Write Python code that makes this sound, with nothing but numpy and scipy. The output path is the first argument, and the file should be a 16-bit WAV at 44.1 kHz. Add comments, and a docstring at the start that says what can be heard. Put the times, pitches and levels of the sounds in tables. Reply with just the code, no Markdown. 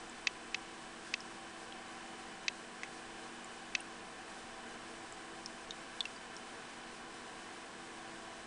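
"""An ultrasonic mist maker runs in a plastic bucket of water on a desk in a quiet room.
From the start a hum and rush, most likely a computer fan, lie under an electronic whine and mist hiss.
For four seconds the fountain spits sharp ticks, and stray droplets trap bubbles that ring briefly;
one lands with a dry tap near 2.8 s. Around 6 s the droplets cluster and the fan's whirr sinks.
The steady sounds and a faint spray carry on to the end."""
import sys
import numpy as np
from scipy import signal
from scipy.fft import rfft, irfft
from scipy.io import wavfile
from scipy.ndimage import uniform_filter1d

SR = 44100
rng = np.random.default_rng(int(sys.argv[2]) if len(sys.argv) > 2 else 0)


def to_wav(s):
    """Save 16-bit WAV."""
    ch = np.atleast_2d(s).T  # columns
    pcm = np.round(np.clip(ch, -1, 1) * 32767)  # PCM
    wavfile.write(sys.argv[1], SR, pcm.astype(np.int16))


N = 373086


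def undb(db):
    """Amplitude ratio of a level in decibels: tenfold for every 20 dB."""
    return 10 ** (np.asarray(db) / 20)


def walk(rate_hz):
    """Low-pass random drift: held random values, smoothed twice, with a spread near 1."""
    hold = max(int(SR / rate_hz), 2)
    held = np.repeat(rng.standard_normal(N // hold + 1), hold)
    return 1.332 * uniform_filter1d(uniform_filter1d(held, hold), hold)[:N]


def coloured_noise(spectrum, resonances=()):
    """Spectral shaping: white noise takes a density in dB per Hz, plus bell-shaped peaks and dips."""
    hz = np.maximum(np.fft.rfftfreq(N, 1 / SR), 1)
    at_hz, at_db = np.transpose(spectrum)
    db = np.interp(np.log(hz), np.log(at_hz), at_db)
    for centre, width, lift in resonances:
        db = db + lift * .5 ** ((2 * (hz - centre) / width) ** 2)
    return irfft(rfft(rng.standard_normal(N)) * undb(db) * np.sqrt(SR / 2), N)


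def ring(hz, t60_s, glide=0., attack_s=.0001, size=4096):
    """Damped oscillation: a struck resonance whose pitch moves by the share `glide` as it decays."""
    t = np.arange(size) / SR
    pitch = hz * (1 + glide * np.minimum(t / t60_s, 1))
    envelope = np.exp(-np.log(1000) * t / t60_s) * (1 - np.exp(-t / attack_s))
    return envelope * np.sin(2 * np.pi * np.cumsum(pitch) / SR)


def bucket(x, echoes):
    """Comb filtering: the direct sound interferes with its quick reflections inside the bucket."""
    hz = np.fft.rfftfreq(len(x), 1 / SR)
    paths = 1 + sum(gain * np.exp(-2j * np.pi * hz * delay_s) for delay_s, gain in echoes)
    return irfft(rfft(x) * paths, len(x))


def scatter(x, t60_s, wet_db, gap_s, size=16384):
    """Diffuse reflection: a random tail starts after a short gap and decays exponentially."""
    t = np.arange(size) / SR
    tail = rng.standard_normal(size) * np.exp(-np.log(1000) * t / t60_s) * np.clip(t / gap_s - 1, 0, 1)
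    return undb(wet_db) * signal.fftconvolve(x, tail / np.linalg.norm(tail))[:N]


def fan(shaft_hz=47.56, blades=7, wander=.001126, flutter_db=1.5, flutter_db_per_order=.1536):
    """Rotation gives harmonics of a wandering shaft rate; turbulence adds a rush and a narrow whirr."""
    # harmonics of the hum: shaft_multiple, level_db
    harmonics = [(5, -64), (6, -81), (7, -63), (9, -77), (12, -83), (14, -69), (20, -75.5), (21, -75.5),
                 (24, -74.5), (28, -77)]
    # blade-passing tone, fuller at first: time_s, gain_db
    blade_gain = [(0, 1.5), (2.8, 0.7), (3.5, -.4), (8.4, 0)]
    # its octave, which grows clearer: time_s, gain_db
    octave_gain = [(0, -2), (3, -2), (3.7, 1.2), (8.4, .3)]
    # strongest resonance of the rush: frequency_hz, density_db_per_hz
    whirr_spectrum = [(660, -130), (740, -86.5), (760, -82.5), (780, -80), (805, -88.5), (870, -130)]
    # the whirr sinks late on: time_s, gain_db
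    whirr_gain = [(0, 1.9), (5.3, 2), (5.8, -2.7), (8.4, -1.3)]
    # rush of air: frequency_hz, density_db_per_hz
    air_spectrum = [(8, -89), (28, -83), (50, -94.5), (100, -91), (200, -86), (400, -83.5), (580, -88),
                    (880, -86.5), (1250, -87), (2000, -89), (2600, -90), (3300, -94), (5000, -100),
                    (10000, -106)]
    # hollow resonances and dips in the rush: centre_hz, width_hz, lift_db
    hollows = [(474, 56, 4.3), (560, 70, -0.5), (660, 42, 4.5), (758, 88, 7), (1012, 94, 6),
               (1111, 59, 5.5), (1323, 56, 1.5), (1570, 217, 5.5), (1768, 145, 4), (2880, 87, -4.5),
               (3000, 210, 2), (3270, 85, -3.5)]
    t = np.arange(N) / SR
    turns = np.cumsum(shaft_hz * (1 + wander * walk(1.5))) / SR
    hum = np.zeros(N)
    for order, db in harmonics:
        phase = 2 * np.pi * (order * turns + rng.random())
        # the higher harmonics waver more
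        waver_db = flutter_db + flutter_db_per_order * (min(order, 2 * blades) - harmonics[0][0])
        if order == blades:
            db = db + np.interp(t, *np.transpose(blade_gain))
        if order == 2 * blades:
            db = db + np.interp(t, *np.transpose(octave_gain))
        hum += np.sqrt(2) * undb(db + waver_db * walk(5)) * np.sin(phase)
    whirr_db = np.interp(t, *np.transpose(whirr_gain))
    whirr = coloured_noise(whirr_spectrum) * undb(whirr_db + .5 * walk(4.02))
    rush = coloured_noise(air_spectrum, hollows) * undb(.35 * walk(5.2))
    return hum + whirr + rush


def whine(switch_hz=500, centre_hz=3000, centre_db=-76, fall_db=7, buzz_hz=52, sideband_db=4.5):
    """Amplitude modulation: a buzz puts a sideband above and below each switching overtone."""
    # lone steady tones of the electronics: pitch_hz, level_db
    lone_tones = [(194, -71.5), (3126, -78), (3305, -81), (4000, -76), (5050, -81), (8000, -79.5),
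                  (8032, -73.5)]
    tones = list(lone_tones)
    for step in (-1, 0, 1):
        hz, db = centre_hz + step * switch_hz, centre_db - fall_db * abs(step)
        tones += [(hz, db), (hz - buzz_hz, db + sideband_db), (hz + buzz_hz, db + sideband_db)]
    t = np.arange(N) / SR
    out = np.zeros(N)
    for hz, db in tones:
        amplitude = np.sqrt(2) * undb(db + 1.5 * walk(2.27))
        out += amplitude * np.sin(2 * np.pi * (hz * t + rng.random()))
    return out


def mist(flicker_db=1.2):
    """Incoherent summation: countless tiny droplets torn off the fountain merge into an even hiss."""
    # hiss of the mist: frequency_hz, density_db_per_hz
    hiss_spectrum = [(500, -120), (2500, -103), (4000, -100), (5400, -98), (6600, -101), (8000, -100),
                     (10000, -102)]
    return coloured_noise(hiss_spectrum) * undb(flicker_db * walk(19))


def slap(low_hz, high_hz, t60_s, size=4096):
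    """Impact noise: a landing droplet gives a brief burst over a broad band."""
    fade = np.exp(-np.log(1000) * np.arange(size) / SR / t60_s)
    band = signal.butter(1, [low_hz, min(high_hz, SR / 3)], "bandpass", fs=SR, output="sos")
    return signal.sosfilt(band, 2 * fade * rng.standard_normal(size))


def drops(echo_gain=.44):
    """Bubble resonance: a droplet slaps the water and its trapped air rings; the wall echoes both."""
    # droplets that trap a bubble:
    # start_s, pitch_hz, level_db, ring_cycles, slap_relative_db, glide_share, echo_delay_s
    droplets = [(0.0965, 7550, -37, 45, -12, 0, .0017), (1.205, 5230, -36, 38, -8, .05, .0017),
                (1.724, 3157, -37, 32, -2, .1, 0.00177), (3.445, 7360, -37, 40, -1, .05, .0017),
                (3.7995, 2720, -41, 55, -7, .1, .0018), (3.8053, 9150, -31, 50, -13, 0, .0017),
                (5.124, 7550, -39, 45, -5, .05, .0017), (5.4602, 5417, -25.5, 35, -10, 0.085, .00169),
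                (5.708, 3880, -25.5, 26, -8, -.175, .00162), (5.7195, 3750, -43, 40, -11, 0, .0016),
                (6.006, 3654, -19.5, 58, -8, -0.21, 0.002055), (6.0065, 4430, -27, 36, -12, -.1, .00165),
                (6.0262, 3520, -46, 50, -7, 0, .0017), (6.0543, 2720, -26.5, 36, -2, -.06, 0.0018),
                (6.1635, 4650, -43, 45, -10, .05, .0017), (6.3662, 5450, -33.5, 35, -6, .1, .00168)]
    out = np.zeros(N)
    for start_s, hz, db, cycles, slap_db, glide, echo_s in droplets:
        # a smaller drop makes both a higher bubble and a higher slap
        splash = undb(slap_db) * slap(.96 * hz, 1.4 * hz, t60_s=.0042)
        low_cut = signal.butter(4, .88 * hz, "highpass", fs=SR, output="sos")
        plink = undb(db) * (ring(hz, cycles / hz, glide) + signal.sosfilt(low_cut, splash))
        add(out, start_s, bucket(plink, [(echo_s, echo_gain)]))
    # weaker echoes follow from all round the bucket
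    return out + scatter(out, t60_s=.017, wet_db=-14, gap_s=.002)


def spray(count=40, base_db=-57, spread_db=3, low_hz=4500, high_hz=9000, ring_cycles=70):
    """Small bubbles resonate high: the finest drops fall back at random, barely above the hiss."""
    out = np.zeros(N)
    for when, pitch, weight in rng.random((count, 3)):
        hz = low_hz * (high_hz / low_hz) ** pitch
        db = base_db + spread_db * min(-np.log(1 - weight), 2)
        add(out, when * N / SR, undb(db) * ring(hz, ring_cycles / hz))
    return out


def spits(low_hz=1350, high_hz=6750, spread_db=1.1, detune=.006):
    """Impulse excitation: each spit snaps through the surface and rings the same modes in its own mix."""
    # spits of the fountain: start_s, gain_db, tilt_db_per_octave, snap_hz, snap_db
    events = [(0.2707, 2, .2, 4420, -24), (0.5448, -2.5, -1, 4800, -30), (1.1391, -0.5, -5, 4570, -27),
              (2.481, .9, -.3, 4600, -29), (3.7506, -0.5, 0.2, 5000, -23)]
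    # resonances that a spit excites: pitch_hz, level_db, t60_s
    modes = [(2640, -18.5, 0.013), (2230, -34, 0.0079), (3170, -37, 0.018), (3550, -32, 0.015),
             (3940, -24, .0134), (4550, -25.5, 0.008), (5040, -38, 0.0098), (5550, -28, .0034),
             (6450, -43.5, 0.014)]
    # reflections from the water and the bucket wall: delay_s, gain
    echoes = [(.000645, .67), (.001615, 1.48), (.001945, .23), (.002539, .66), (.004232, .29),
              (.00765, .08)]
    out = np.zeros(N)
    for start_s, db, tilt_db, snap_hz, snap_db in events:
        tick = undb(snap_db) * ring(snap_hz, t60_s=.0015)
        for hz, mode_db, t60_s in modes:
            louder, higher = rng.standard_normal(2)
            gain = undb(mode_db + tilt_db * np.log2(hz / modes[0][0]) + spread_db * louder)
            tick += gain * ring(hz * (1 + detune * higher), t60_s)
        add(out, start_s, undb(db) * bucket(tick, echoes))
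    # the rippling surface scatters the ticks
    out += scatter(out, t60_s=.009, wet_db=-16, gap_s=.0015)
    # so small a source radiates no bass
    out = signal.sosfilt(signal.butter(2, low_hz, "highpass", fs=SR, output="sos"), out)
    # a soft, watery contact has little top
    return signal.sosfilt(signal.butter(6, high_hz, fs=SR, output="sos"), out)


def tap(start_s=2.8339):
    """Damped impact: a droplet knocks, probably on the plastic, with no bubble; the bucket scatters it."""
    out = np.zeros(N)
    add(out, start_s, undb(-24.5) * ring(hz=2020, t60_s=.0054))
    add(out, start_s, undb(-30.5) * slap(low_hz=2000, high_hz=4200, t60_s=.0032))
    return out + scatter(out, t60_s=.04, wet_db=-3, gap_s=.0013)


def add(out, start_s, sound):
    """Superposition: a sound sums into the mix from its start time."""
    start = max(int(start_s * SR), 0)
    out[start:start + len(sound)] += sound[:N - start]


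def scene():
    """Water sounds reverberate faintly in a small dead room over the steady sources, in two like channels."""
    water = spits() + drops() + tap() + spray()
    room = scatter(water, t60_s=.18, wet_db=-46.5, gap_s=.003)
    mono = water + room + fan() + whine() + mist()
    return np.array([mono, mono])


def record(dry, top_hz=9980):
    """Band limiting: an elliptic low-pass cuts the top steeply."""
    return signal.sosfilt(signal.ellip(12, .1, 70, top_hz, fs=SR, output="sos"), dry)


dry = scene()
out = record(dry)
to_wav(out)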